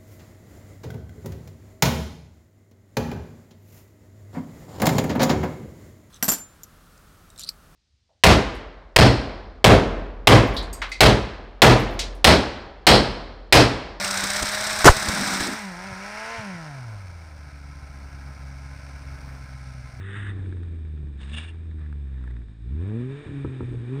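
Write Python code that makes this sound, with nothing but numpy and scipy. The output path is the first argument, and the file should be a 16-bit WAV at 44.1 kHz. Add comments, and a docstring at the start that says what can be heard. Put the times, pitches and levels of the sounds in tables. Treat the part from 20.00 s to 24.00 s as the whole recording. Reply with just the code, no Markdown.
"""A car creeps over gravel, heard from a cased camera beside its rear wheel.
The exhaust drones at the firing rate and burbles with uneven firings; something rubs the case.
Grit ticks and stones snap under the tyre, wind bumps once near 1 s, and a second rustle on the
case bites into a scrape. The engine sags almost to idle by 2.5 s, revs up to a peak at 3.25 s,
then pops softly as the throttle shuts. A last stab of throttle follows."""
import sys
import numpy as np
from scipy import signal
from scipy.fft import rfft, irfft, next_fast_len
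from scipy.io import wavfile
from scipy.ndimage import uniform_filter1d, map_coordinates

SR = 44100
rng = np.random.default_rng(int(sys.argv[2]) if len(sys.argv) > 2 else 0)


def int16_out(signal):
    """Quantize to a 16-bit WAV file."""
    q = np.round(np.clip(np.atleast_2d(signal).T, -1, 1) * 32767)
    wavfile.write(sys.argv[1], SR, q.astype(np.int16))


N = 176400
TIME_S = np.arange(N) / SR


def amp(db):
    """Decibels to gain."""
    return 10 ** (np.asarray(db) / 20)


def unit(x):
    """Scale to rms 1."""
    return x / np.sqrt(np.mean(x ** 2) + 1e-20)


def gain_db(colour, hz):
    """Interpolate a colour on a log frequency axis."""
    knots_hz, knots_db = np.transpose(colour)
    return np.interp(np.log(hz + 1), np.log(knots_hz + 1), knots_db)


def curves(rows, outside=None):
    """Per-sample curve for each column after the time."""
    times_s, *columns = np.transpose(rows)
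    return [np.interp(TIME_S, times_s, column, outside, outside) for column in columns]


def wobble(rate_hz):
    """Smooth random curve, rate_hz knots a second."""
    return map_coordinates(rng.standard_normal(N // 8), [TIME_S * rate_hz], mode="wrap")


def through(x, colour, size=16384):
    """Filter by a colour's minimum-phase impulse response, scaled to peak 1."""
    cepstrum = irfft(np.log(amp(gain_db(colour, np.fft.rfftfreq(size, 1 / SR)))))
    cepstrum[1:size // 2] *= 2
    cepstrum[size // 2 + 1:] = 0
    response = irfft(np.exp(rfft(cepstrum)))
    return signal.fftconvolve(x, response / np.abs(response).max())[:N]


def noise(colour):
    """Coloured noise, rms 1."""
    gain = amp(gain_db(colour, np.fft.rfftfreq(N, 1 / SR)))
    return unit(irfft(rfft(rng.standard_normal(N)) * gain, N))


def puffing(colour, cycles, depth):
    """Gas noise, one puff per firing, rms 1."""
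    return unit(noise(colour) * np.exp(depth * np.cos(2 * np.pi * cycles)))


def pulses(times_s, sizes):
    """Impulses at the given times."""
    samples = np.clip(np.round(times_s * SR).astype(int), 0, N)
    return np.bincount(samples, sizes, N + 1)[:N]


def bursts(rows, decay_s):
    """Envelope of sudden onsets with exponential decay."""
    return sum(amp(db) * (TIME_S >= s) * np.exp(-np.abs(TIME_S - s) / decay_s) for s, db in rows)


def swells(rows):
    """Envelope of Gaussian swells."""
    return sum(amp(db) * np.exp(-.5 * ((TIME_S - s) / width_s) ** 2) for s, width_s, db in rows)


# hiss spectrum (frequency [Hz], gain [dB])
HISS_COLOUR = [(200, 7), (2000, -10), (5000, 0.5), (9000, -8)]


def hiss(level_db=-65):
    """Steady microphone noise."""
    return amp(level_db) * noise(HISS_COLOUR)


# stone snaps (time [s], level [dB])
STONES = [(.461, -51.5), (.525, -45.5), (.568, -47), (.633, -45.5), (.683, -55), (.851, -50.5),
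          (.975, -51.5), (1.712, -47.5), (1.785, -54), (1.813, -50), (1.862, -52), (1.898, -53.5),
          (1.927, -45.5), (2.239, -47.5), (2.276, -47), (2.31, -50), (2.366, -48)]
# grit crushed by the tread (time [s], width [s], level [dB])
CRUNCHES = [(.38, 0.06, -55.5), (1.825, 0.036, -59.5), (2.26, 0.095, -62.5)]
# stone spectrum (frequency [Hz], gain [dB])
STONE_COLOUR = [(200, -4.5), (600, -1.5), (1200, 0), (1900, 3.5), (2900, -12.5), (5000, -12), (9500, -19.5)]


def gravel(ticks_per_s=41, grit_db=-74.5):
    """Under the tyre, stones snap, patches crunch and fine grit ticks."""
    snaps = bursts(STONES, decay_s=.003)
    when, size = rng.random((int(ticks_per_s * N / SR), 2)).T
    grit = unit(through(pulses(when * N / SR, size ** 2), STONE_COLOUR))
    crunch = swells(CRUNCHES) * amp(3.5 * wobble(300))
    return (snaps + crunch) * noise(STONE_COLOUR) + amp(grit_db) * grit


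def friction(stroke, colour, grain_db):
    """One rubbing stroke: noise with a fast level flutter."""
    level_db, = curves(stroke, outside=-120)
    grains = rng.standard_normal(N) * amp(grain_db * wobble(600))
    return amp(level_db) * unit(through(grains, colour))


# strokes on the case (time [s], level [dB])
RUB_DB = [(0, -50), (.05, -47.5), (.17, -39), (.24, -43), (.3, -42), (.36, -71)]
BRUSH_DB = [(1.17, -68), (1.215, -45), (1.26, -50), (1.315, -49.5), (1.342, -39.5), (1.358, -52),
            (1.38, -41.5), (1.495, -52), (1.54, -81.5)]
SCRAPE_DB = [(1.324, -48), (1.34, -37), (1.351, -37), (1.358, -48), (1.366, -38.5), (1.384, -34),
             (1.41, -44), (1.452, -45.5), (1.471, -54), (1.492, -43.5), (1.53, -68)]
# stroke spectra (frequency [Hz], gain [dB])
RUB_COLOUR = [(200, -22.5), (600, -18), (1000, -13.5), (1280, -3.5), (1750, -1), (1980, 1.5), (2350, -11.5),
              (2600, -6), (3650, -14.5), (4400, -29), (9500, -17.5)]
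BRUSH_COLOUR = [(200, -3), (2500, 5), (9000, -2.5)]
SCRAPE_COLOUR = [(400, -26), (1500, -19), (1760, -10), (2050, -20), (2300, 1), (2520, -8), (2770, 6.5),
                 (3150, -8), (3430, -2.5), (3800, -19.5), (7500, -16), (8400, -17.5), (9250, -3),
                 (9800, -30)]
# scrape catching and snapping free (time [s], level [dB])
CATCHES = [(1.211, -45.5), (1.231, -45), (1.297, -41), (1.339, -39), (1.374, -31), (1.383, -27)]


def case_rustle():
    """A dull rub, then a light brush that catches and bites into a scrape."""
    catches = bursts(CATCHES, decay_s=.0044) * noise(SCRAPE_COLOUR)
    rub = friction(RUB_DB, RUB_COLOUR, grain_db=2)
    brush = friction(BRUSH_DB, BRUSH_COLOUR, grain_db=2.5)
    scrape = friction(SCRAPE_DB, SCRAPE_COLOUR, grain_db=-.5)
    return rub + brush + scrape + catches


# gas and machinery noise (time [s], level [dB])
RUSH_DB = [(0, -61.5), (.45, -58.5), (1.12, -64), (1.4, -54), (1.65, -62.5), (2.25, -62), (2.6, -68),
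           (2.72, -60), (2.87, -55), (3.2, -49.5), (3.4, -50.5), (3.78, -55.5), (3.97, -49.5)]
# rush spectrum (frequency [Hz], gain [dB])
RUSH_COLOUR = [(100, -15), (500, 2), (720, -1.5), (1100, -1), (2150, -1.5), (2370, 6), (2600, -3.5),
               (4200, -11), (9500, -14)]


def rush(cycles, depth=.089):
    """Gas and engine noise, swelling at each firing."""
    level_db, = curves(RUSH_DB)
    pulsing = 1 + depth * np.cos(2 * np.pi * cycles)
    return amp(level_db + .7 * wobble(40)) * unit(noise(RUSH_COLOUR) * pulsing)


# throttle stabs (time [s], width [s], level [dB])
STABS = [(2.91, .075, -56), (3.985, .045, -50)]
# spit spectrum (frequency [Hz], gain [dB])
SPIT_COLOUR = [(350, -14.5), (540, 1.5), (700, -14), (920, 0), (3000, -25)]


def tailpipe_spit(cycles):
    """On open throttle, each firing spits gas from the tailpipe."""
    return swells(STABS) * puffing(SPIT_COLOUR, cycles, depth=1.2)


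# one wind bump, then exhaust pops (time [s], thud [dB], crack [dB])
THUMPS = [(1.038, -34.5, -56), (3.264, -28, -48.5), (3.292, -25.5, -47), (3.319, -29, -50),
          (3.4477, -18.5, -23.5), (3.4538, -22.5, -28.5), (3.463, -24.5, -45), (3.477, -24.5, -47),
          (3.501, -43, -37.5), (3.607, -24, -23), (3.615, -22.5, -34), (3.631, -22, -36),
          (3.727, -25.5, -48), (3.744, -28, -46)]
# thump spectra (frequency [Hz], gain [dB])
THUD_COLOUR = [(15, -31.5), (90, 8), (190, -6.5), (330, -6), (470, -15), (600, -31.5), (2000, -58)]
CRACK_COLOUR = [(80, -14.5), (250, 13), (370, 15), (700, -15), (920, 0.5), (1100, -11.5), (1300, -1.5),
                (1600, -21), (2100, -37), (5000, -49)]


def thumps():
    """Low thumps: a wind bump near 1 s, then exhaust pops as the throttle shuts; some crack."""
    times_s, thud_db, crack_db = np.transpose(THUMPS)
    thuds = through(pulses(times_s, amp(thud_db)), THUD_COLOUR)
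    cracks = through(pulses(times_s, amp(crack_db)), CRACK_COLOUR)
    return -(thuds + cracks)


# pipe rumble, silencer rasp (time [s], level [dB])
RUMBLE_DB = [(0, -49), (.28, -41.5), (.5, -39.5), (.93, -48), (1.04, -43), (1.2, -47), (1.52, -49.5),
             (1.66, -46), (1.9, -47.5), (2.3, -51), (2.47, -44), (2.57, -53.5), (2.72, -43), (3.2, -50),
             (3.55, -50), (3.76, -41), (3.86, -52), (4, -49)]
RASP_DB = [(0, -64), (.2, -53.5), (.47, -44.5), (.85, -57), (1.04, -55), (1.52, -60.5), (1.68, -55.5),
           (1.9, -60.5), (2.45, -58.5), (2.56, -73), (2.68, -55), (3.15, -54), (3.3, -46.5), (3.56, -47.5),
           (3.74, -41.5), (3.85, -48.5), (4, -46.5)]
# pipe and silencer resonances (frequency [Hz], gain [dB])
PIPE_COLOUR = [(15, -9), (65, 2.5), (180, -6), (310, -13), (440, -25), (520, -32), (3000, -59.5)]
RASP_COLOUR = [(120, -22.5), (200, -6.5), (310, 6), (400, -2), (485, -6.5), (530, -31), (1000, -33.5)]


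def burble(cycles, scatter_s=.0012, turbulence_db=4):
    """Uneven firings and churning gas rumble in the pipe; puffs rasp in the silencer."""
    rumble_db, = curves(RUMBLE_DB)
    rasp_db, = curves(RASP_DB)
    firings_s = np.interp(np.arange(1, int(cycles[-1])), cycles, TIME_S)
    size, lateness = rng.standard_normal((len(firings_s), 2)).T
    uneven = pulses(firings_s + scatter_s * lateness, np.tanh(size))
    lumps = unit(through(uneven, PIPE_COLOUR))
    churn = amp(turbulence_db) * noise(PIPE_COLOUR)
    rasp = puffing(RASP_COLOUR, cycles, depth=.41)
    return amp(rumble_db) * unit(lumps + churn) + amp(rasp_db) * rasp


# firing tone (time [s], level [dB])
DRONE_DB = [(0, -33), (.13, -36), (.27, -31), (.6, -32.5), (1, -32.5), (1.22, -36.5), (1.33, -32.5),
            (1.47, -37.5), (1.75, -32.5), (2.36, -31.5), (2.48, -39.5), (2.56, -46.5), (2.63, -37),
            (2.74, -27.5), (2.98, -30), (3.15, -34.5), (3.25, -58), (3.36, -32), (3.56, -34.5),
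            (3.76, -29.5), (3.85, -35), (3.93, -30), (4, -30)]
# harmonics (time [s], second [dB], third [dB], base for fourth and up [dB])
HARMONICS_DB = [(0, -62, -61, -57.5), (.12, -48.5, -65, -50.5), (.33, -51.5, -55, -72),
                (.68, -55.5, -56, -55), (1.02, -42.5, -54.5, -59.5), (1.2, -49, -54.5, -60),
                (1.35, -45.5, -44.5, -58.5), (1.52, -63, -64.5, -58), (1.8, -46, -54.5, -59.5),
                (2.1, -45, -54.5, -56.5), (2.36, -40.5, -55.5, -50.5), (2.56, -52, -60.5, -62),
                (2.72, -38, -43.5, -48.5), (2.81, -44.5, -44.5, -43.5), (2.95, -31.5, -41, -42.5),
                (3.1, -41, -40, -60), (3.24, -51.5, -51.5, -64), (3.36, -37.5, -52.5, -81),
                (3.55, -47.5, -48, -69), (3.84, -50, -53, -58.5), (3.93, -35, -36.5, -60),
                (4, -44, -42.5, -54)]
# silencer response, fourth harmonic and up (frequency [Hz], gain [dB])
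SILENCER_COLOUR = [(100, 1.5), (280, -4), (420, 0), (560, -9), (700, -12), (1000, -1)]


def exhaust_drone(cycles, firing_hz, fall_db=6.5, lag_rad=.57):
    """Firing tone and harmonics, each lagging the last; the silencer shapes the upper ones."""
    drone_db, = curves(DRONE_DB)
    second_db, third_db, upper_db = curves(HARMONICS_DB)
    jitter_rad = .1 * 69.5 / firing_hz  # slower running is less even
    phase = 2 * np.pi * cycles + jitter_rad * wobble(70)
    tone = amp(drone_db) * np.cos(phase)
    for k, level_db in enumerate([second_db, third_db], 2):
        tone += amp(level_db + wobble(13)) * np.cos(k * phase - lag_rad * (k - 1))
    for k in range(4, 11):
        level_db = upper_db - fall_db * (k - 4) + gain_db(SILENCER_COLOUR, k * firing_hz)
        tone += amp(level_db + 2 * wobble(14)) * np.cos(k * phase - lag_rad * (k - 1))
    return -np.sqrt(2) * tone


# engine speed (time [s], firing rate [Hz])
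FIRING_HZ = [(0, 93.6), (.18, 102.2), (.32, 97.8), (.53, 90.13), (.76, 81), (.95, 75.45), (1.25, 66.6),
             (1.38, 77.7), (1.5, 82.4), (1.7, 80.2), (1.97, 71.5), (2.28, 61.06), (2.5, 54.5), (2.63, 54.7),
             (2.73, 68.03), (2.87, 100), (3, 120.3), (3.17, 143.6), (3.25, 147.6), (3.35, 140.7),
             (3.51, 132.3), (3.75, 119.8), (3.85, 117.5), (3.92, 130.2), (4, 143.5)]


def scene():
    """Mono mix; one firing cycle count keeps drone, burble, spit and rush in step."""
    firing_hz = uniform_filter1d(curves(FIRING_HZ)[0], size=1500)
    cycles = np.cumsum(firing_hz) / SR
    exhaust = exhaust_drone(cycles, firing_hz) + burble(cycles) + tailpipe_spit(cycles)
    return (exhaust + thumps() + rush(cycles) + gravel() + case_rustle() + hiss())[None]


# case response (frequency [Hz], gain [dB])
CASE_COLOUR = [(1000, 0), (1500, 0.5), (1750, 5.5), (2050, -2.5), (3250, -3.5), (3650, 6), (4200, -9.5),
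               (5300, -11.5), (6000, -21), (6700, -12), (7800, -13.5), (8400, 0), (8900, -14.5),
               (9650, -14.5), (10200, -34.5)]


def record(dry):
    """The case muffles the treble and adds resonances; nothing passes above top_hz."""
    top_hz = 10200
    size = next_fast_len(N + SR // 2)
    hz = np.fft.rfftfreq(size, 1 / SR)
    gain = amp(gain_db(CASE_COLOUR, hz)) * (hz < top_hz)
    return irfft(rfft(dry, size) * gain, size)[:, :N]


dry = scene()
out = record(dry)
int16_out(out)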